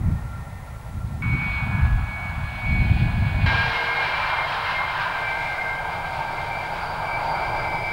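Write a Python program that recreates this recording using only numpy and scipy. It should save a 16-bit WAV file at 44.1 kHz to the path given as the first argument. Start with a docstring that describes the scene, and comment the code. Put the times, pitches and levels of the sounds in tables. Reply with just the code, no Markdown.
"""Wind thumps on the microphone over the dull roar of a jet fighter, far off across an airfield's grass.
The taxiing jet is heard from behind, then suddenly from the front, then suddenly from the side as it
rolls past. Its spinning fan and compressor blades whine above the roar of rushing gas, and churning air
makes their tones waver and flare up. The wind drops as the jet comes by; a faint hiss lies under it all."""
import sys
import numpy as np
from scipy import signal
from scipy.fft import rfft, irfft
from scipy.io import wavfile
from scipy.ndimage import uniform_filter1d

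SR = 44100
rng = np.random.default_rng(int(sys.argv[2]) if len(sys.argv) > 2 else 0)


def generate_wav(signal):
    """Clip the signal to [-1, 1] and save it as 16-bit WAV at the path in sys.argv[1]."""
    frames = np.transpose(np.atleast_2d(signal))
    scaled = np.clip(frames, -1, 1) * 32767
    pcm = np.round(scaled).astype(np.int16)
    wavfile.write(sys.argv[1], SR, pcm)


N = 349272
T = np.arange(N) / SR  # time of each sample in seconds
HZ = np.maximum(np.arange(N // 2 + 1) * SR / N, 1)  # frequency of each point in a spectrum
CUTS_S = (1.222, 3.461)  # the sound jumps from tail to nose, then from nose to side

# Levels in the tables are relative: the functions turn each layer up or down when they mix it.
# How deep or bright each noise is. Each row: frequency in Hz, level in dB.
HISS_COLOUR = [(200, -14), (3000, 4), (6000, 4.5), (9000, 5), (11500, 4.5), (13000, 0.5), (14700, -11),
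               (15600, -6)]
WIND_COLOUR = [(15, -26), (30, -8), (55, -1.5), (85, 1.5), (125, 1.5), (170, -6.5), (230, -16),
               (310, -29.5), (450, -40.5), (800, -60)]
TAIL_COLOUR = [(250, -15), (450, -4.5), (650, 0.5), (900, 2.5), (1250, -1.5), (1700, -5.5), (2300, -6),
               (3000, -17), (3800, -16), (4600, -22), (6000, -34)]
NOSE_COLOUR = [(300, -11), (480, -12), (600, 0.5), (740, 8), (1000, 5.5), (1200, 2.5), (1500, 2.5),
               (1950, -11.5), (2350, -7.5), (2900, -17.5), (3600, -22.5), (4100, -27), (5000, -33),
               (6200, -68)]
SIDE_COLOUR = [(250, -30), (450, -15), (620, -1), (800, 2.5), (1000, 4.5), (1220, -4), (1450, -2),
               (1800, -8.5), (2000, -14.5), (2800, -15), (3500, -23), (4100, -24), (5000, -29.5),
               (6200, -46)]
REAR_COLOUR = [(250, -27.5), (380, -23.5), (500, -14.5), (620, -5.5), (890, 1.5), (1100, -8), (1250, -8),
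               (1500, -7.5), (1900, -21.5), (2250, -11), (2650, -21.5), (3500, -26), (4900, -32),
               (6000, -43.5), (9500, -52)]
RUMBLE_COLOUR = [(20, 5), (42, -0.5), (70, -3.5), (115, 2), (160, 1.5), (205, -10.5), (265, -12), (360, -8),
                 (450, -11)]
# Thin whistles of the electronics. Each row: pitch in Hz, level in dB.
WHISTLES = [(11574, -81), (15127, -84), (15326, -88), (15622, -69), (15676, -85), (15725, -87)]
HISS_DB, TOP_HZ = -62.5, 15850

# The breeze between gusts. Each row: time in seconds, level in dB.
BREEZE = [(0.25, -32), (0.82, -41.5), (1.5, -34), (2.3, -34), (3.6, -29), (3.75, -50)]
# Gusts of wind. Each row: start in seconds, hold in seconds, buffeting in dB, deep heaving in dB.
GUSTS = [(0.0, .12, -21, -28.5), (0.943, 0.35, -30.5, -35.5), (1.275, 0.06, -21, -32),
         (1.415, 0.045, -25.5, -42), (1.675, .12, -24, -39), (1.836, 0.047, -24.5, -19),
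         (1.922, 0.099, -29, -25), (2.727, 0.14, -22, -23), (2.9, 0.18, -21, -25.5),
         (3.146, 0.12, -23.5, -27), (3.356, 0.12, -22.5, -24), (3.533, 0.1, -27, -43),
         (3.95, 0.32, -55, -47), (7.377, 0.3, -46, -39.5)]
GUST_RISE_S, GUST_FALL_S = 0.065, 0.057
EDDY_DB, EDDY_GROWTH = -14.5, 0.17  # small swirls next to the buffeting; extra dB for each dB of it

# Where the gas noise's roar, rush and hiss lie. Each row: low edge in Hz, high edge in Hz.
GAS_BANDS = [(500, 1100), (1100, 1530), (2600, 4400)]
# Rushing gas. Each row: time in seconds, then exhaust roar, middle rush and intake hiss in dB.
TAIL_GAS = [(0.3, -44.5, -51.5, -61.5), (0.9, -45.5, -55.5, -61.5)]
NOSE_GAS = [(1.24, -46, -41.5, -50), (1.54, -39.5, -39, -45), (1.86, -37.5, -38, -50),
            (1.89, -42, -42, -51.5), (2.35, -39.5, -41, -50.5), (3.0, -37, -51.5, -42.5),
            (3.1, -37, -44, -46), (3.44, -34.5, -46, -43)]
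PASS_GAS = [(3.48, -29.5, -31.5, -31), (3.74, -28.5, -34, -34.5), (4.41, -28.5, -29, -35.5),
            (4.46, -28.5, -31.5, -35.5), (5.13, -30.5, -31, -41), (5.39, -30, -38.5, -42.5),
            (5.73, -31, -37.5, -47), (6.64, -28, -38.5, -47), (6.86, -29, -35.5, -47.5),
            (7.58, -25, -34, -46), (7.9, -32, -41.5, -46.5)]
# Low noise of the exhaust. Each row: time in seconds, rumble in dB, growl in dB.
RUMBLE = [(3.5, -39, -44), (4.4, -40.5, -49), (5.8, -37.5, -52.5), (7.0, -36.5, -47.5), (7.5, -36, -42)]
# Pitch of the blades. Each row: time in seconds, second fan in Hz, core compressor in Hz.
TAIL_PITCH = [(0, 1840, 2045), (1.22, 1820, 2000)]
NOSE_PITCH = [(1.22, 2241, 2466)]
PASS_PITCH = [(3.46, 2148, 2357), (5.2, 2108, 2335), (6.6, 2114, 2327), (7.92, 2100, 2306)]
# Strength of the whine. Each row: time in seconds, then first fan, second fan and core compressor in dB.
TAIL_WHINE = [(0, -59, -57.5, -59), (1.2, -54.5, -64, -60)]
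NOSE_WHINE = [(1.3, -51, -31, -45), (1.749, -39, -56, -48), (2.448, -40.5, -38, -58),
              (2.65, -45, -33.5, -68), (3.45, -44.5, -37, -44)]
PASS_WHINE = [(3.46, -31.5, -42, -35), (4.55, -38.5, -46, -47), (5.3, -34.5, -41, -39),
              (6.9, -41.5, -45.5, -48), (7.92, -39, -39, -42)]
# Weaker, higher blade tones. Each row: multiple of the fan shaft's turning rate, multiple of the
# core's pitch to add to it, level in dB next to the intake hiss.
TAIL_OVERTONES = [(48, 0, -30), (64, 0, -23)]
NOSE_OVERTONES = [(48, 0, -10), (56, 0, -19), (24, 1, -11), (64, 0, -15)]
PASS_OVERTONES = [(48, 0, -10), (56, 0, -18), (24, 1, -13), (64, 0, -19)]
# The turbine's whistle. Each row: time in seconds, pitch in Hz, level in dB.
TURBINE = [(5.6, 4800, -62), (6.1, 4650, -56.5), (7.3, 4690, -48.5), (7.6, 4760, -48), (7.92, 4880, -52)]
# Flares: moments when moving air carries one part of the sound to the listener.
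# Each row: peak time in seconds, length in seconds, level in dB, name of the part.
FLARES = [(0.323, 0.25, -53, "fan 1"), (1.305, 0.29, -33.5, "fan 2"), (1.502, 0.18, -25.5, "fan 2"),
          (1.53, 0.21, -40, "core"), (1.772, .1, -33.5, "fan 2"), (2.187, 0.19, -34, "fan 2"),
          (2.746, 0.19, -33, "fan 2"), (2.86, 0.19, -55.5, "sum tone"), (2.88, 0.35, -38, "core"),
          (3.43, 0.2, -43, "core"), (3.487, 0.044, -30, "fan 2"), (3.59, .16, -34, "fan 1"),
          (3.62, 0.1, -37, "core"), (3.864, 0.2, -39.5, "hum"), (3.91, 0.23, -30.5, "fan 2"),
          (3.91, 0.15, -39, "fan 1"), (4.168, 0.22, -34.5, "core"), (4.362, .12, -32, "fan 2"),
          (4.655, 0.11, -48.5, "hiss"), (4.77, 0.16, -31.5, "fan 2"), (5.03, 0.1, -45, "hiss"),
          (5.31, .12, -36, "fan 2"), (5.56, .28, -33.5, "fan 2"), (6.57, 0.22, -43, "core"),
          (6.87, 0.06, -53, "turbine"), (7.134, 0.069, -34.5, "core"), (7.33, 0.069, -53, "turbine"),
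          (7.387, 0.099, -41, "core"), (7.82, 0.35, -36, "core")]
FIRST_FAN_BLADES, SECOND_FAN_BLADES = 24, 32
FADE_DB, FADE_HZ = 2.0, 3.0  # how far and how fast the main blade tones fade and return
HUM_DB, HUM_OCTAVE_DB = -48.5, -8  # the engine's low hum; its octave next to the roar


def gain(db):
    """Turn decibels into a number to multiply a sound by."""
    return 10 ** (np.asarray(db) / 20)


def curves(rows):
    """Join a table's rows with straight lines in time, giving one curve for each value column."""
    times, *columns = np.transpose(rows)
    return [np.interp(T, times, column) for column in columns]


def coloured_spectrum(colour):
    """The spectrum of a random noise, shaped by a colour table and falling away past its ends."""
    hz, db = np.transpose(colour)
    shape = gain(np.interp(np.log(HZ), np.log(hz), db))
    edges = np.minimum(HZ / hz[0], 1) ** 2 * np.minimum(hz[-1] / HZ, 1) ** 4
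    return shape * edges * rfft(rng.standard_normal(N))


def band_strength(spectrum, band):
    """The average (rms) strength of a sound between two frequencies."""
    inside = (HZ > band[0]) & (HZ < band[1])
    return np.sqrt(2 * np.sum(np.abs(spectrum[inside]) ** 2)) / N


def wander(*rates_hz, weights=(1,)):
    """Smooth random motion: one wobble for each rate, sized by its weight, all added up."""
    count = 16384
    hz = np.arange(count // 2 + 1) * SR / N
    wobbles = (irfft(rfft(rng.standard_normal(count)) / (1 + (hz / rate) ** 2)) for rate in rates_hz)
    motion = sum(weight * wobble / wobble.std() for weight, wobble in zip(weights, wobbles))
    return np.interp(T, np.linspace(0, T[-1], count), motion)


def band_noise(colour, bands, levels, flutter_db, flutter_hz):
    """Noise split into overlapping bands, each following its own level and fluttering at random."""
    spectrum, out = coloured_spectrum(colour), 0
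    centres = np.log(bands).mean(axis=1)
    for band, db, this_band in zip(bands, levels, np.eye(len(bands))):
        share = np.interp(np.log(HZ), centres, this_band)
        part = irfft(spectrum * share, N) / band_strength(spectrum, band)
        out = out + part * gain(db + flutter_db * wander(flutter_hz))
    return out


def tone(hz, scatter_db, scatter_hz, fuzz_db=-40, fuzz_hz=90):
    """A tone in churning air: some arrives directly, some is scattered, some smears into a noisy fuzz."""
    shares = gain([scatter_db, fuzz_db])
    along, across = (wander(scatter_hz, fuzz_hz, weights=shares) for _ in range(2))
    cycles = np.cumsum(hz) / SR
    phase = np.float32(2 * np.pi * (cycles - np.floor(cycles)))
    wave = (np.sqrt(2) + along) * np.cos(phase) + across * np.sin(phase)
    return wave / np.sqrt(1 + np.sum(shares ** 2))


def flares(part):
    """The gain that moving air adds to one part: smooth swells that never carry across a cut."""
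    power, angle = 0, np.searchsorted(CUTS_S, T)
    for peak_s, length_s, db, name in FLARES:
        if name == part:
            swell = .5 ** np.minimum((2 * (T - peak_s) / length_s) ** 2, 20)
            same_angle = angle == np.searchsorted(CUTS_S, peak_s)
            power = power + gain(db) ** 2 * swell * same_angle
    return np.sqrt(power)


def electronics():
    """Electronics add thin, high whistles and a hiss, which is a little louder after the second cut."""
    hiss_db = HISS_DB + 1.3 * (T > CUTS_S[1])
    hiss = band_noise(HISS_COLOUR, [(7000, 10600)], [hiss_db], flutter_db=.08, flutter_hz=8)
    whistles = sum(gain(db) * np.sqrt(2) * np.sin(2 * np.pi * hz * T) for hz, db in WHISTLES)
    return hiss + whistles


def wind():
    """Gusts rise out of a breeze, push and beat on the microphone, then die away."""
    breeze_db, = curves(BREEZE)
    buffet, heave = gain(breeze_db), gain(breeze_db - 1.5)
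    for start, hold, buffet_db, heave_db in GUSTS:
        before_s, after_s = np.maximum(start - T, 0), np.maximum(T - start - hold, 0)
        gust = np.exp(-before_s / GUST_RISE_S - after_s / GUST_FALL_S)
        buffet = np.maximum(buffet, gain(buffet_db) * gust)
        heave = np.maximum(heave, gain(heave_db) * gust)
    heave_db, buffet_db = 20 * np.log10([heave, buffet])
    eddy_db = EDDY_DB + (1 + EDDY_GROWTH) * buffet_db  # strong gusts shed small swirls and sound brighter
    bands_hz, levels = [(20, 60), (60, 300), (250, 450)], (heave_db, buffet_db, eddy_db)
    return gain(-0.9) * band_noise(WIND_COLOUR, bands_hz, levels, flutter_db=2.87, flutter_hz=29.8)


def blade_whine(pitch, strength, gas, overtones, waver, blur_db, blur_hz, **scatter):
    """Two fans on one shaft and the compressor in the engine's core sing at the rate their blades pass."""
    drift = 1 + waver * wander(6.8)  # moving air bends all pitches alike
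    fan_hz, core_hz = (hz * drift for hz in curves(pitch))
    shaft_hz = fan_hz / SECOND_FAN_BLADES
    pitches = FIRST_FAN_BLADES * shaft_hz, fan_hz, core_hz
    intake_hiss, out = gain(curves(gas)[2]), 0
    for name, hz, db in zip(("fan 1", "fan 2", "core"), pitches, curves(strength)):
        level = gain(db + FADE_DB * wander(FADE_HZ)) + flares(name)
        out = out + level * tone(hz, **scatter)
    for fan, core, db in overtones:  # shorter waves are scattered more, so they blur
        level = intake_hiss * gain(db) + core * flares("sum tone")
        out = out + level * tone(fan * shaft_hz + core * core_hz, blur_db, blur_hz)
    return out


def jet_from_behind():
    """The jet idles far off with its exhaust towards the listener: a dull roar with faint tones."""
    blades = blade_whine(TAIL_PITCH, TAIL_WHINE, TAIL_GAS, TAIL_OVERTONES, waver=.001,
                         blur_db=2, blur_hz=30, scatter_db=0, scatter_hz=15, fuzz_db=-3, fuzz_hz=50)
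    roar = band_noise(TAIL_COLOUR, GAS_BANDS, curves(TAIL_GAS), flutter_db=0.5, flutter_hz=8)
    return gain(0.5) * blades + gain(-1.4) * roar


def jet_from_front():
    """The air intakes face the listener: piercing, nearly clean blade tones over the roar."""
    blades = blade_whine(NOSE_PITCH, NOSE_WHINE, NOSE_GAS, NOSE_OVERTONES, waver=0.001565,
                         blur_db=-4, blur_hz=13, scatter_db=-13, scatter_hz=10, fuzz_db=-16, fuzz_hz=120)
    roar = band_noise(NOSE_COLOUR, GAS_BANDS, curves(NOSE_GAS), flutter_db=1, flutter_hz=16)
    return gain(-2.43) * blades + gain(-0.82) * roar


def jet_passing():
    """Close by: a full roar, tones torn by hot air, and the turbine's whistle as the tail comes round."""
    blades = blade_whine(PASS_PITCH, PASS_WHINE, PASS_GAS, PASS_OVERTONES, waver=0.002596, blur_db=6.5,
                         blur_hz=43.3, scatter_db=-5, scatter_hz=22.1, fuzz_db=-5, fuzz_hz=74.4)
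    roar_db, rush_db, hiss_db = curves(PASS_GAS)
    gas_db = roar_db, rush_db, 20 * np.log10(gain(hiss_db) + flares("hiss"))
    side, rear = (band_noise(colour, GAS_BANDS, gas_db, flutter_db=1.23, flutter_hz=6.5)
                  for colour in (SIDE_COLOUR, REAR_COLOUR))
    turn = np.pi / 2 * np.interp(T, (5.0, 5.5), (0, 1))  # the roar hollows out as the tail comes round
    roar = gain(-1.3) * np.cos(turn) * side + gain(-0.87) * np.sin(turn) * rear
    hum_hz = 7 * curves(PASS_PITCH)[0] / SECOND_FAN_BLADES  # seven cycles for each turn of the shaft
    hum = (gain(HUM_DB) + flares("hum")) * tone(hum_hz, scatter_db=0, scatter_hz=2.7)
    octave_level = np.sin(turn) * gain(roar_db + HUM_OCTAVE_DB)  # the octave leaves by the exhaust
    octave = octave_level * tone(2 * hum_hz, scatter_db=0, scatter_hz=4.4)
    turbine_hz, turbine_db = curves(TURBINE)
    turbine = (gain(turbine_db) + flares("turbine")) * tone(turbine_hz, scatter_db=23, scatter_hz=160)
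    low_bands_hz = [(25, 360), (260, 1600)]
    rumble = band_noise(RUMBLE_COLOUR, low_bands_hz, curves(RUMBLE), flutter_db=0, flutter_hz=5.8)
    tones = gain(0.26) * blades + gain(-4) * hum + octave + gain(-0.5) * turbine
    return tones + roar + gain(-1.43) * rumble


def scene():
    """Play the jet's three angles in turn, with wind and hiss throughout, the same in both channels."""
    cut_1, cut_2 = (uniform_filter1d(1. * (T > s), size=90) for s in CUTS_S)  # fades of 2 milliseconds
    jet = (1 - cut_1) * jet_from_behind() + (cut_1 - cut_2) * jet_from_front() + cut_2 * jet_passing()
    return np.tile(jet + wind() + electronics(), (2, 1))


def record(dry):
    """The treble flickers faintly between left and right, and the very highest sounds are cut off."""
    treble = signal.sosfilt(signal.butter(4, 1950, "high", fs=SR, output="sos"), dry[0])
    flicker = gain(-28.5) * treble * wander(130)
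    stereo = dry + np.array([flicker, -flicker])
    return signal.sosfilt(signal.ellip(10, .1, 80, TOP_HZ, fs=SR, output="sos"), stereo)


dry = scene()
out = record(dry)
generate_wav(out)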